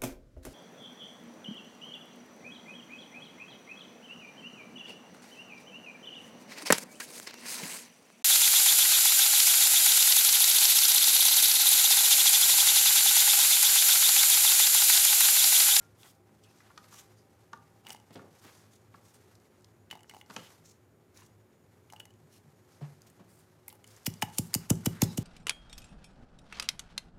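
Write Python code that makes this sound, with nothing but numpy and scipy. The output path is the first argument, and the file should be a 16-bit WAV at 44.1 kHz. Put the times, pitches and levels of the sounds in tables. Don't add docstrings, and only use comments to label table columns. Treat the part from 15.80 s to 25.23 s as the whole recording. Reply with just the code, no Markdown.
import sys
import numpy as np
from scipy import signal
from scipy.fft import rfft, irfft
from scipy.io import wavfile
from scipy.ndimage import uniform_filter1d

SR = 44100
rng = np.random.default_rng(int(sys.argv[2]) if len(sys.argv) > 2 else 0)


def transcribe(signal):
    frames = np.atleast_2d(signal).T
    limited = np.clip(frames, -1, 1)
    pcm = np.round(limited * 32767).astype(np.int16)
    wavfile.write(sys.argv[1], SR, pcm)


def voltage_ratio(decibels):
    exponent = np.asarray(decibels, float) / 20
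    return 10 ** exponent


N = 415863


def evened(x):
    return x / np.sqrt(np.mean(x ** 2) + 1e-20)


def peaked(x):
    return x / np.abs(x).max()


def read(points, hz):
    f, value = np.transpose(points)
    return np.interp(np.log(hz + 1), np.log(f + 1), value)


def curve(points):
    return voltage_ratio(np.interp(np.arange(N) / SR, *np.transpose(points)))


def add(mix, start_s, sound):
    part = mix[max(round(start_s * SR), 0):][:len(sound)]
    part += sound[:len(part)]


def coloured(x, points):
    hz = np.fft.rfftfreq(len(x), 1 / SR)
    return irfft(rfft(x) * voltage_ratio(read(points, hz)), len(x))


def causal(points, size=4096):
    level_db = read(points, abs(np.fft.fftfreq(size, 1 / SR)))
    log_gain = np.log(voltage_ratio(np.maximum(level_db, -100)))
    return np.fft.ifft(np.exp(np.conj(signal.hilbert(log_gain)))).real


def around(hz, octaves):
    half = 2 ** (octaves / 2)
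    return [(hz / half ** 4, -32), (hz / half, -5), (hz, 0), (hz * half, -5),
            (hz * half ** 4, -30), (hz * half ** 6, -55)]


def through_counter(x, lag_s=.0023, slope=.7):
    khz = np.fft.rfftfreq(len(x), 1 / SR) / 1000
    cycles = 1000 * lag_s * khz ** (1 - slope) / (1 - slope)
    return irfft(rfft(x) * np.exp(-2j * np.pi * cycles), len(x))


def ring(hz, t60, rise_s=0.00023):
    t = np.arange(round(t60 * SR)) / SR
    rise = 1 - np.exp(-t / max(rise_s, 1e-4))
    return voltage_ratio(-60 * t / t60) * rise ** 2 * np.sin(2 * np.pi * hz * t)


def burst(swell_s, fall_s, points, chance):
    t = np.arange(len(chance)) / SR - .02
    envelope = np.exp(np.where(t < 0, t / swell_s, -t / fall_s))
    return peaked(coloured(chance, points) * envelope)


def resonate(x, hz, width_hz):
    turn = np.exp(2j * np.pi * hz * np.arange(len(x)) / SR)
    r = np.exp(-np.pi * width_hz / SR)
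    return 2 * (turn * signal.lfilter([1 - r], [1, -r], x / turn)).real


# pitch_hz, level_db per Hz
ROOM_TONE = [(15, -75), (25, -37), (108, -0.5), (131, -7.5), (150, -8), (304, -7.5), (330, -10), (368, -17),
             (483, -12.5), (952, -21), (1430, -23), (6040, -44), (6920, -34.5), (15200, -34), (16500, -71)]
# pitch_hz, width_hz, level_db
FRIDGE_LINES = [(106, 8.5, -72), (159.6, 9.8, -77), (207, 6.2, -80.5), (363.5, 16, -74.5),
                (414.3, 7.1, -80.5), (516.6, 5.8, -85.5)]
# start_s, level_db
MOTOR_FADE = [(0, -80.5), (2.2, -79.5), (2.8, -89), (9.43, -92)]
# start_s, level_db
WHINE_FADE = [(0, -93), (1.5, -92), (3.5, -87), (5, -89), (6.8, -87), (7.6, -89), (8.0, -98), (9.43, -100)]


def air():
    a = rng.standard_normal(N)
    tone = voltage_ratio(-69) * evened(coloured(a, ROOM_TONE))
    fridge = sum(voltage_ratio(db) * evened(resonate(a[::-1], hz, width)) for hz, width, db in FRIDGE_LINES)
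    motor = curve(MOTOR_FADE) * evened(resonate(a, 792, 3))
    whine_hz = 6795
    steady = np.sin(2 * np.pi * whine_hz * np.arange(N) / SR)
    fuzzy = evened(resonate(-a, whine_hz, 30))
    return tone + fridge + motor + curve(WHINE_FADE) * evened(steady + fuzzy)


# start_s, level_db
FINGERS = [(0.0, -68.5), (0.34, -78.5), (0.78, -69), (1.13, -65), (1.4, -73), (2.26, -75), (2.75, -63),
           (3.0, -77), (3.39, -68.5), (4.15, -81.5), (4.41, -86), (4.52, -59.5), (4.75, -64), (4.91, -80),
           (6.5, -76), (7.09, -69), (7.3, -72), (7.98, -75)]
# pitch_hz, level_db per Hz
SHRED_TONE = [(1500, -13.5), (3000, -6), (6000, -3.5), (9000, -7.5), (13000, -7.5), (16500, -27)]
# pitch_hz, level_db per Hz
SHUFFLE_TONE = [(150, -29), (300, -1), (450, -5.5), (900, -1.5), (2200, -7), (4000, -21.5), (8000, -50)]


def rustle():
    moves = FINGERS + [(8.14, -66.5), (N / SR, -57.5)]
    start_s, bright_db = np.transpose(moves)
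    dull_db = -70.5 + 0.67 * (bright_db + 70.5)
    a, b = rng.standard_normal((2, N))
    slips_per_s, hiss_s = 700, 0.0095
    grains = voltage_ratio(4.0 * np.minimum(rng.exponential(1, N), 5)) * (rng.random(N) < slips_per_s / SR)
    lumps = 4.8 + signal.lfilter([1], [1, -np.exp(-1 / (hiss_s * SR))], grains)
    bright = evened(coloured(a * lumps, SHRED_TONE)) * curve(list(zip(start_s, bright_db - 2.0)))
    dull = evened(coloured(b * lumps, SHUFFLE_TONE)) * curve(list(zip(start_s, dull_db - 1.84)))
    return bright + dull


# start_s, level_db (peak), pitch_hz, click_db, thud_db
HAND_KNOCKS = [(0.803, -56, 1660, -68, -79), (0.902, -54, 1160, -72, -74), (0.976, -48, 1230, -48, -63),
               (1.042, -63, 1280, -62, -71), (1.123, -56, 1140, -64, -72), (1.14, -56, 1150, -62, -77),
               (1.731, -42, 1180, -52.5, -49.5), (2.306, -65, 680, -63.5, -49),
               (2.356, -66, 710, -54.5, -38), (2.391, -51, 1170, -66, -47), (2.649, -60, 1210, -62, -46),
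               (3.143, -52, 1110, -80, -53.5), (4.499, -47.5, 1210, -54, -46), (4.507, -58, 1100, -52, -52),
               (4.563, -45, 1100, -39, -37), (7.012, -53, 714, -65, -43.5), (7.393, -66, 820, -81, -48.5)]
# share of its pitch, level_db
BOWL_CLUSTER = [(.8, -7), (1.0, 0), (1.21, -3), (1.5, -10)]
# pitch_hz, level_db per Hz
KNUCKLE_TONE = [(800, -10.5), (2000, -1.5), (5000, -3), (8000, -13), (17000, -35)]
# start_s, level_db, pitch_hz, t60_s, rise_s
BOWL_BUMPS = [(0.00102, -61, 1397, 0.3, 0.0026), (2.071, -48.5, 231, 0.17, 0.017),
              (4.111, -55, 200, 0.16, 0.0083), (7.014, -18, 145.7, 0.13, 0.022),
              (7.392, -35, 185, 0.094, 0.014), (9.031, -45, 1450, .025, .002), (4.564, -38, 520, .04, .001),
              (1.732, -50, 930, .12, .002), (6.43, -41.5, 150, .13, 0.019), (6.66, -40, 145, .13, .02),
              (6.64, -49, 215, .1, .01), (2.5, -46, 150, .13, .02)]


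def knocks():
    out = np.zeros(N)
    push = peaked(through_counter(causal(around(310, 1.7)), lag_s=0.00149))
    chance = rng.standard_normal((len(HAND_KNOCKS), 6000))
    for (s, db, hz, click_db, thud_db), a in zip(HAND_KNOCKS, chance):
        t60 = 0.048 * 1000 / hz
        for share, part_db in BOWL_CLUSTER:
            add(out, s + .001, voltage_ratio(db + part_db + 6.0) * ring(hz * share, t60, 0.0006))
        wood = burst(0.0023, t60 / np.log(1000), around(hz, 0.5), a)
        add(out, s - .018, voltage_ratio(db + 0.6) * wood)
        click = burst(0.00019, 0.0026, KNUCKLE_TONE, a[::-1])
        add(out, s - .019, voltage_ratio(click_db + 11.5) * click)
        add(out, s - .003, voltage_ratio(thud_db - 9.5) * push)
        hollow = burst(0.004, 0.022, around(193, 2.28), -a)
        add(out, s - .014, voltage_ratio(thud_db - 0.5) * hollow)
    for s, db, hz, t60, rise_s in BOWL_BUMPS:
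        add(out, s, voltage_ratio(db) * ring(hz, t60, rise_s))
    return out


# start_s, length_s, level_db
HAND_BRUSHES = [(0.039, 0.021, -72), (0.164, 0.19, -61), (0.628, 0.04, -66), (0.756, 0.082, -71),
                (1.1, 0.15, -57), (1.356, 0.075, -71.5), (2.324, 0.03, -59), (2.58, 0.029, -66.5),
                (2.61, 0.11, -62), (2.729, 0.12, -71), (2.906, 0.083, -65.5), (3.226, 0.11, -68),
                (3.333, 0.041, -65.5), (4.24, 0.19, -73), (4.372, 0.046, -65), (4.831, 0.12, -63.5),
                (5.337, 0.099, -64), (5.411, 0.078, -66), (6.496, 0.11, -65.5), (6.904, 0.093, -71.5),
                (7.263, 0.031, -63.5), (8.055, 0.12, -64.5), (8.515, 0.069, -57.5)]
# start_s, length_s, level_db, pitch_hz (centre)
DRY_SLIDES = [(0.216, 0.083, -64, 1100), (2.34, 0.054, -65, 3160), (2.347, 0.17, -60, 397),
              (2.627, 0.1, -60, 1600), (4.098, 0.091, -63.5, 240), (4.299, 0.13, -68, 247),
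              (4.556, 0.15, -59, 3000), (5.337, 0.13, -65, 1290), (7.005, 0.07, -62, 1000),
              (7.469, 0.2, -68.5, 9350), (8.587, 0.12, -60, 10500), (8.801, 0.051, -63.5, 1500),
              (9.104, 0.22, -58.5, 1440), (0.789, 0.15, -68.5, 1500), (.69, .06, -70.5, 5000),
              (2.06, 0.095, -63, 1800), (8.432, .03, -58, 10000)]
# start_s, length_s, level_db, pitch_hz, width_octaves
SQUEAKS = [(9.24, 0.15, -63, 3950, 0.12), (9.24, 0.11, -61, 5100, 0.2), (9.29, .07, -67, 8050, .1),
           (8.756, .09, -64, 5250, .15), (8.36, .03, -71, 4800, .1), (.636, .1, -74, 2540, .2),
           (.634, .025, -65, 3040, .4), (0.69, 0.014, -70, 5200, .3), (1.15, .06, -68, 3000, .15)]


def swishes():
    out = np.zeros(N)
    t = np.arange(16384) / SR
    rows = []
    for s, length_s, db in HAND_BRUSHES:
        octaves = max(1.4 + 0.14 * (db + 69.5), .4)
        rows.append((s, length_s, db, 5800, octaves))
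    rows += [(*row, 1.63) for row in DRY_SLIDES] + SQUEAKS
    chance = rng.standard_normal((len(rows), 2, len(t)))
    for (s, length_s, db, hz, octaves), (a, b) in zip(rows, chance):
        flicker = evened(uniform_filter1d(b, size=50)) + evened(uniform_filter1d(-a * b, size=500))
        patches = list(zip(np.geomspace(300, 16000, 24), 2.5 * b))
        patchy = coloured(a * voltage_ratio(2.2 * flicker), patches)
        softened = coloured(patchy, [(9000, 0.29), (13000, -2.3)])
        u = t / length_s
        swell = np.clip(u / .25, 0, 1) * np.exp(-np.maximum(u - .7, 0) / .15)
        add(out, s, voltage_ratio(db) * evened(coloured(softened, around(hz, octaves))) * swell)
    return out


# start_s, level_db (peak), pitch_hz (centre), length_ms
SHRED_SNAPS = [(0.2314, -43.5, 3200, 2.1), (0.3524, -62, 6900, 1.5), (1.7744, -56, 6000, 1.4),
               (3.1567, -57, 5280, 1.8), (3.6, -58, 6370, 1.8), (3.553, -51, 5500, 2.8),
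               (3.8446, -46, 4700, 1.8), (5.3734, -43, 5800, 2.1), (7.219, -43.5, 6200, 0.68),
               (7.8914, -39, 9800, 1.5), (7.9, -46.5, 3150, 5.2), (7.3, -50, 8900, 1.7),
               (8.075, -44, 7100, 1.8), (8.164, -46.5, 6700, 2.8), (8.232, -52, 6800, 1.1),
               (8.3014, -43, 6620, 1.5), (8.3384, -38.5, 5600, 1.5), (8.954, -41, 7700, 1.5),
               (7.927, -42, 11500, 1.2), (7.953, -50, 10500, 1.2), (8.067, -52, 8000, 1.5),
               (3.808, -59, 6500, 2), (3.821, -58, 6800, 1.5), (4.461, -57, 5000, 1.5),
               (2.1, -44, 2400, 2.5), (2.127, -41.5, 5200, 3.5), (2.094, -45, 5600, 1.5),
               (.961, -56, 4400, 2), (4.244, -54, 1500, 2), (4.357, -52, 6200, 1.5), (1.128, -52, 6500, 2),
               (.492, -58, 1100, 3), (6.101, -55, 6800, 3), (2.341, -52, 4800, 2), (2.357, -48, 4200, 2),
               (2.64, -54, 5000, 2), (2.665, -54, 4500, 2), (3.1415, -52, 1500, 1.5), (6.254, -48, 3000, 1)]
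# start_s, level_db (peak), pitch_hz (centre), length_ms
SKIN_SPLITS = [(8.258, -37, 3400, 1.3), (8.2617, -23, 4860, 0.58), (8.2672, -22, 2720, 0.84),
               (8.2735, -31, 8000, 0.91), (8.574, -35, 8500, 0.92), (8.578, -46, 2880, 2.1),
               (8.733, -38, 8000, 4.5), (8.7412, -7, 6500, 0.5), (8.8975, -36, 3000, 2.5),
               (9.049, -36, 11000, 1.2), (9.0615, -24.5, 2980, 2.7), (9.063, -21, 6000, 1.2),
               (9.209, -49, 7800, 2.), (9.2175, -22, 2950, 2), (9.2295, -28, 7000, 4.7),
               (9.2345, -24, 7000, 6), (9.3795, -24, 5800, 2), (8.2485, -43, 9000, 1),
               (8.27, -30, 11500, 4.6), (8.358, -50, 11000, 1), (8.4155, -39, 9000, 3),
               (8.4222, -17, 2400, 1.5), (8.4265, -27, 11500, 4), (8.4995, -50, 5200, 1.5),
               (8.566, -45, 6500, 1.5), (8.5875, -24, 10000, 1.5), (8.7485, -15, 8500, .8),
               (8.732, -42.5, 1400, 5), (8.903, -12, 7400, .5), (8.911, -37, 910, 12),
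               (9.0595, -14, 6740, .6), (9.2195, -14.5, 6500, .8), (9.373, -31, 9000, 4),
               (9.387, -42, 10000, 3), (8.7417, -16, 10000, .6), (9.2205, -24, 3000, 2)]


def snaps(rows, octaves):
    out = np.zeros(N)
    for (s, db, hz, length_ms), a in zip(rows, rng.standard_normal((len(rows), 2048))):
        crack = burst(0.0003, max(length_ms, .2) / 1000, around(hz, octaves), a)
        add(out, s - .0195, voltage_ratio(db) * crack)
    return out


# pitch_hz, t60_s
WALL = [(845, 0.35), (2112, 0.14), (2920, 0.19)]
WALL_TAIL_DB = [-26, -34, -25.5]


def clay(add_to, s, share, chance, *levels_db):
    for k, ((hz, t60), db) in enumerate(zip(WALL, levels_db)):
        tail = ring(hz * 1.002, 0.433)
        flutter = np.interp(np.linspace(0, 70, len(tail)), np.arange(71), chance[k::3][:71])
        luck = np.tanh(chance[-1 - k::-3][:3])
        short = t60 * np.clip(share, .05, 1) * voltage_ratio(2.0 * luck[0])
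        split_hz = WALL[0][0] * .06 * (np.sign(luck[2]) + luck[2])
        add(add_to, s, voltage_ratio(db + 4.0) * ring(hz * 1.083, 0.0069))
        add(add_to, s, voltage_ratio(db + 2.5) * ring(hz * (1.006 + 0.011 * luck[1]), short))
        add(add_to, s, voltage_ratio(db - 4) * ring(hz + split_hz, short))
        add(add_to, s, voltage_ratio(db + WALL_TAIL_DB[k]) * tail * (0.33 + flutter))


# start_s, tick_db (peak),
# ring_db, place round the wall in turns
BEAN_DROPS = [(2.0492, -56, -58, 0.8), (2.0614, -43, -56, 0.87), (2.0667, -30, -43, 0.72),
              (2.0774, -41, -52, 0.3), (2.0858, -29, -59, .01), (2.0934, -28, -51.5, 0.16),
              (2.1036, -18.5, -41, 0.79), (2.1172, -32, -56, 0.78), (2.1222, -24, -55, 0.5),
              (2.1294, -25, -59, .33), (2.1463, -32.5, -49.5, 0.13), (2.1606, -42, -57, .6),
              (2.1664, -40, -62, .35), (2.199, -41, -63, 0.67),
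              (4.1014, -41, -54, .52), (4.1101, -27, -37.5, 0.53), (4.1264, -48, -45.5, .15),
                  (4.133, -36, -51, .04), (4.1525, -36, -49.5, .02), (4.1714, -58, -56, .01),
                  (4.1919, -44, -62, .64), (4.2058, -39, -61, 0.51), (4.2313, -35, -60, 0.54),
                  (4.2951, -25.5, -46.5, 0.54), (4.3104, -44, -51.5, 0.21), (4.3364, -45, -51.5, 0.087),
                  (4.3455, -41, -50, 0.85), (4.365, -49, -49, .03), (4.4114, -63, -46.5, 0.52),
                  (4.4608, -50, -68, 0.012),
              (6.0995, -53, -53, 0.51), (6.1235, -29, -53, .02), (6.1334, -54, -47.5, .01),
              (6.1614, -58, -49, 0.63), (6.198, -28.5, -55, .62), (6.2004, -42, -41.5, 0.64),
              (6.254, -32.5, -60, 0.18), (6.305, -44, -64, 0.81), (6.338, -48, -71, 0.61),
              (7.8807, -15, -49.5, 0.19), (7.9254, -43, -57, 0.86), (8.0418, -30, -55, 0.52)]


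def beans():
    out = np.zeros(N)
    drops = BEAN_DROPS
    for (s, tick_db, ring_db, place), a in zip(drops, rng.standard_normal((len(drops), 2048))):
        brighter_octaves = np.clip((tick_db - ring_db - 11) / 13, 0, 2.25)
        tick = burst(0.00069, 0.0015, around(3400 * 2 ** brighter_octaves, 1.0), a)
        add(out, s - .019, voltage_ratio(tick_db - 13.0) * tick)
        clack = burst(0.00015, 0.0044, around(1300, 5.1), a[::-1])
        add(out, s - .019, voltage_ratio(ring_db + 1.5) * clack)
        near = np.cos(2 * np.pi * (place - np.arange(len(WALL)) / len(WALL)))
        free_share = .2
        clay(out, s + 0.001074, free_share, a, *(ring_db - 2.5 + 17 * (near - near.max())))
    return out


# pitch_hz, level_db
THUD_TONE = [(24, -44), (40, -24.5), (112, 1.5), (189, .5), (275, -3.5), (366, -15.5), (488, -18),
             (703, -29), (900, -32), (1170, -74), (1980, -100)]
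# pitch_hz, level_db, t60_s
BOARDS = [(91.4, -15, 0.24), (116, -8.5, 0.11), (166.6, -2, 0.2), (220.5, -17.5, 0.34), (375, -11.5, 0.087)]


def thud():
    push = np.pad(-peaked(causal(THUD_TONE)), (0, SR // 2))
    for hz, db, t60 in BOARDS:
        add(push, .022, voltage_ratio(db - 11.5) * ring(hz, t60, 0.0024))
    return peaked(through_counter(push))


# start_s, crunch_db (peak), crunch_hz (centre), low_ring_db, high_ring_db of the clay
PESTLE_BLOWS = [(8.2644, -20.5, 4500, -53.5, -31.5), (8.4243, -25.5, 6900, -35, -28.5),
                (8.5847, -17.5, 9650, -55, -59), (8.7484, -19.5, 8100, -51, -33.5),
                (8.9023, -19, 7950, -46, -34.5), (9.0592, -17.5, 6500, -44.5, -34.5),
                (9.2192, -17.5, 6260, -41, -44), (9.376, -26.5, 7450, -56, -35.5)]
# start_s, thud_db, rap_db
BOTTOMINGS = [(8.2715, -29, -46), (8.425, -33, -50), (8.5866, -26.5, -44), (8.752, -28.5, -44),
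              (8.9035, -17.5, -29), (9.0639, -22, -32), (9.2209, -17.5, -29), (9.3785, -24, -38)]
# pitch_hz, level_db per Hz
CRUNCH_TONE = [(710, -52), (1200, -17), (1540, -24), (2820, -9), (4100, -14.5), (4880, -5.5), (7490, -1.5),
               (8000, -7.5), (9960, -4), (15100, -4.5), (16500, -26)]
# pitch_hz, level_db, t60_s
WALL_SKID = [(3500, -41, .05), (4250, -44, .05), (5100, -38, .05), (5480, -37, .045), (8050, -38, .045),
             (9600, -40, .045), (11500, -41, .04), (13000, -42, .045)]


def pestle():
    out, boom = np.zeros(N), thud()
    chance = rng.standard_normal((len(PESTLE_BLOWS), 2, 2048))
    bare_ms, padded_ms, held_share = 1.52, 2.35, .12
    for (s, crunch_db, hz, low_db, high_db), (a, b) in zip(PESTLE_BLOWS, chance):
        length_ms = np.clip(bare_ms + 3.5 * (-45.5 - low_db), bare_ms, padded_ms)
        gritty = a * voltage_ratio(4.66 * evened(uniform_filter1d(b, size=14)))
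        crush = coloured(gritty, [(1000, -3), (hz / 1.5, -4), (hz, 0), (hz * 1.5, -4)])
        crunch = burst(length_ms / 1050, length_ms / 950, CRUNCH_TONE, crush)
        add(out, s - .019, voltage_ratio(crunch_db + 6.5) * crunch)
        juice = burst(0.002, 0.0056, CRUNCH_TONE, b)
        add(out, s - .017, voltage_ratio(crunch_db - 13.0) * juice)
        clack = burst(0.0021, 0.0044, around(1400, 2.8), b[::-1])
        add(out, s - .0185, voltage_ratio(low_db + 13.0) * clack)
        clay(out, s + 0.001254, held_share, a, low_db + 7.0, high_db - 12.0, high_db - 2.2)
    for hz, db, t60 in WALL_SKID:
        add(out, 9.2342, voltage_ratio(db) * ring(hz, t60))
    rap = peaked(through_counter(causal(around(325, 0.75))))
    for (s, db, rap_db), (a, b) in zip(BOTTOMINGS, chance):
        rattle = burst(0.003, 0.011, around(400, 1.3), b)
        add(out, s - .006, voltage_ratio(rap_db - 9.0) * rattle)
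        add(out, s, voltage_ratio(db) * boom)
        add(out, s - .001, -voltage_ratio(rap_db) * rap)
    return out


# pitch_hz, t60_s
ROOM_DECAY = [(200, 0.48), (800, 0.55), (3000, 0.27), (8000, 0.25), (16000, 0.23)]


def kitchen(x):
    taps = np.zeros(SR // 2)
    at = np.arange(200, len(taps) - 20, 20)
    taps[at + rng.integers(0, 20, len(at))] = rng.choice([-1., 1.], len(at))
    hz, t, z = signal.stft(taps, SR, nperseg=256)
    fade = voltage_ratio(-60 * t / read(ROOM_DECAY, hz)[:, None])
    tail = signal.istft(z * fade, SR, nperseg=256)[1]
    return signal.fftconvolve(x, tail / np.linalg.norm(tail))[:N]


def scene():
    pounding = pestle() + snaps(SKIN_SPLITS, 1.4)
    small = beans() + snaps(SHRED_SNAPS, 1.0) + swishes()
    far = coloured(knocks(), [(40, -30), (90, -1)])
    wet = kitchen(voltage_ratio(-17.5) * pounding + voltage_ratio(-13.0) * small + voltage_ratio(-12.5) * far)
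    return (pounding + small + far + wet + rustle() + air())[None]


def top_cut(x):
    return signal.sosfilt(signal.butter(12, 16970, fs=SR, output="sos"), x)


def record(dry):
    band = [(20, -12), (55, -4.5), (66, 4.0), (15300, -0.5), (15900, -5), (16900, -31)]
    return top_cut(coloured(dry[0], band)[None])


dry = scene()
out = record(dry)
transcribe(out)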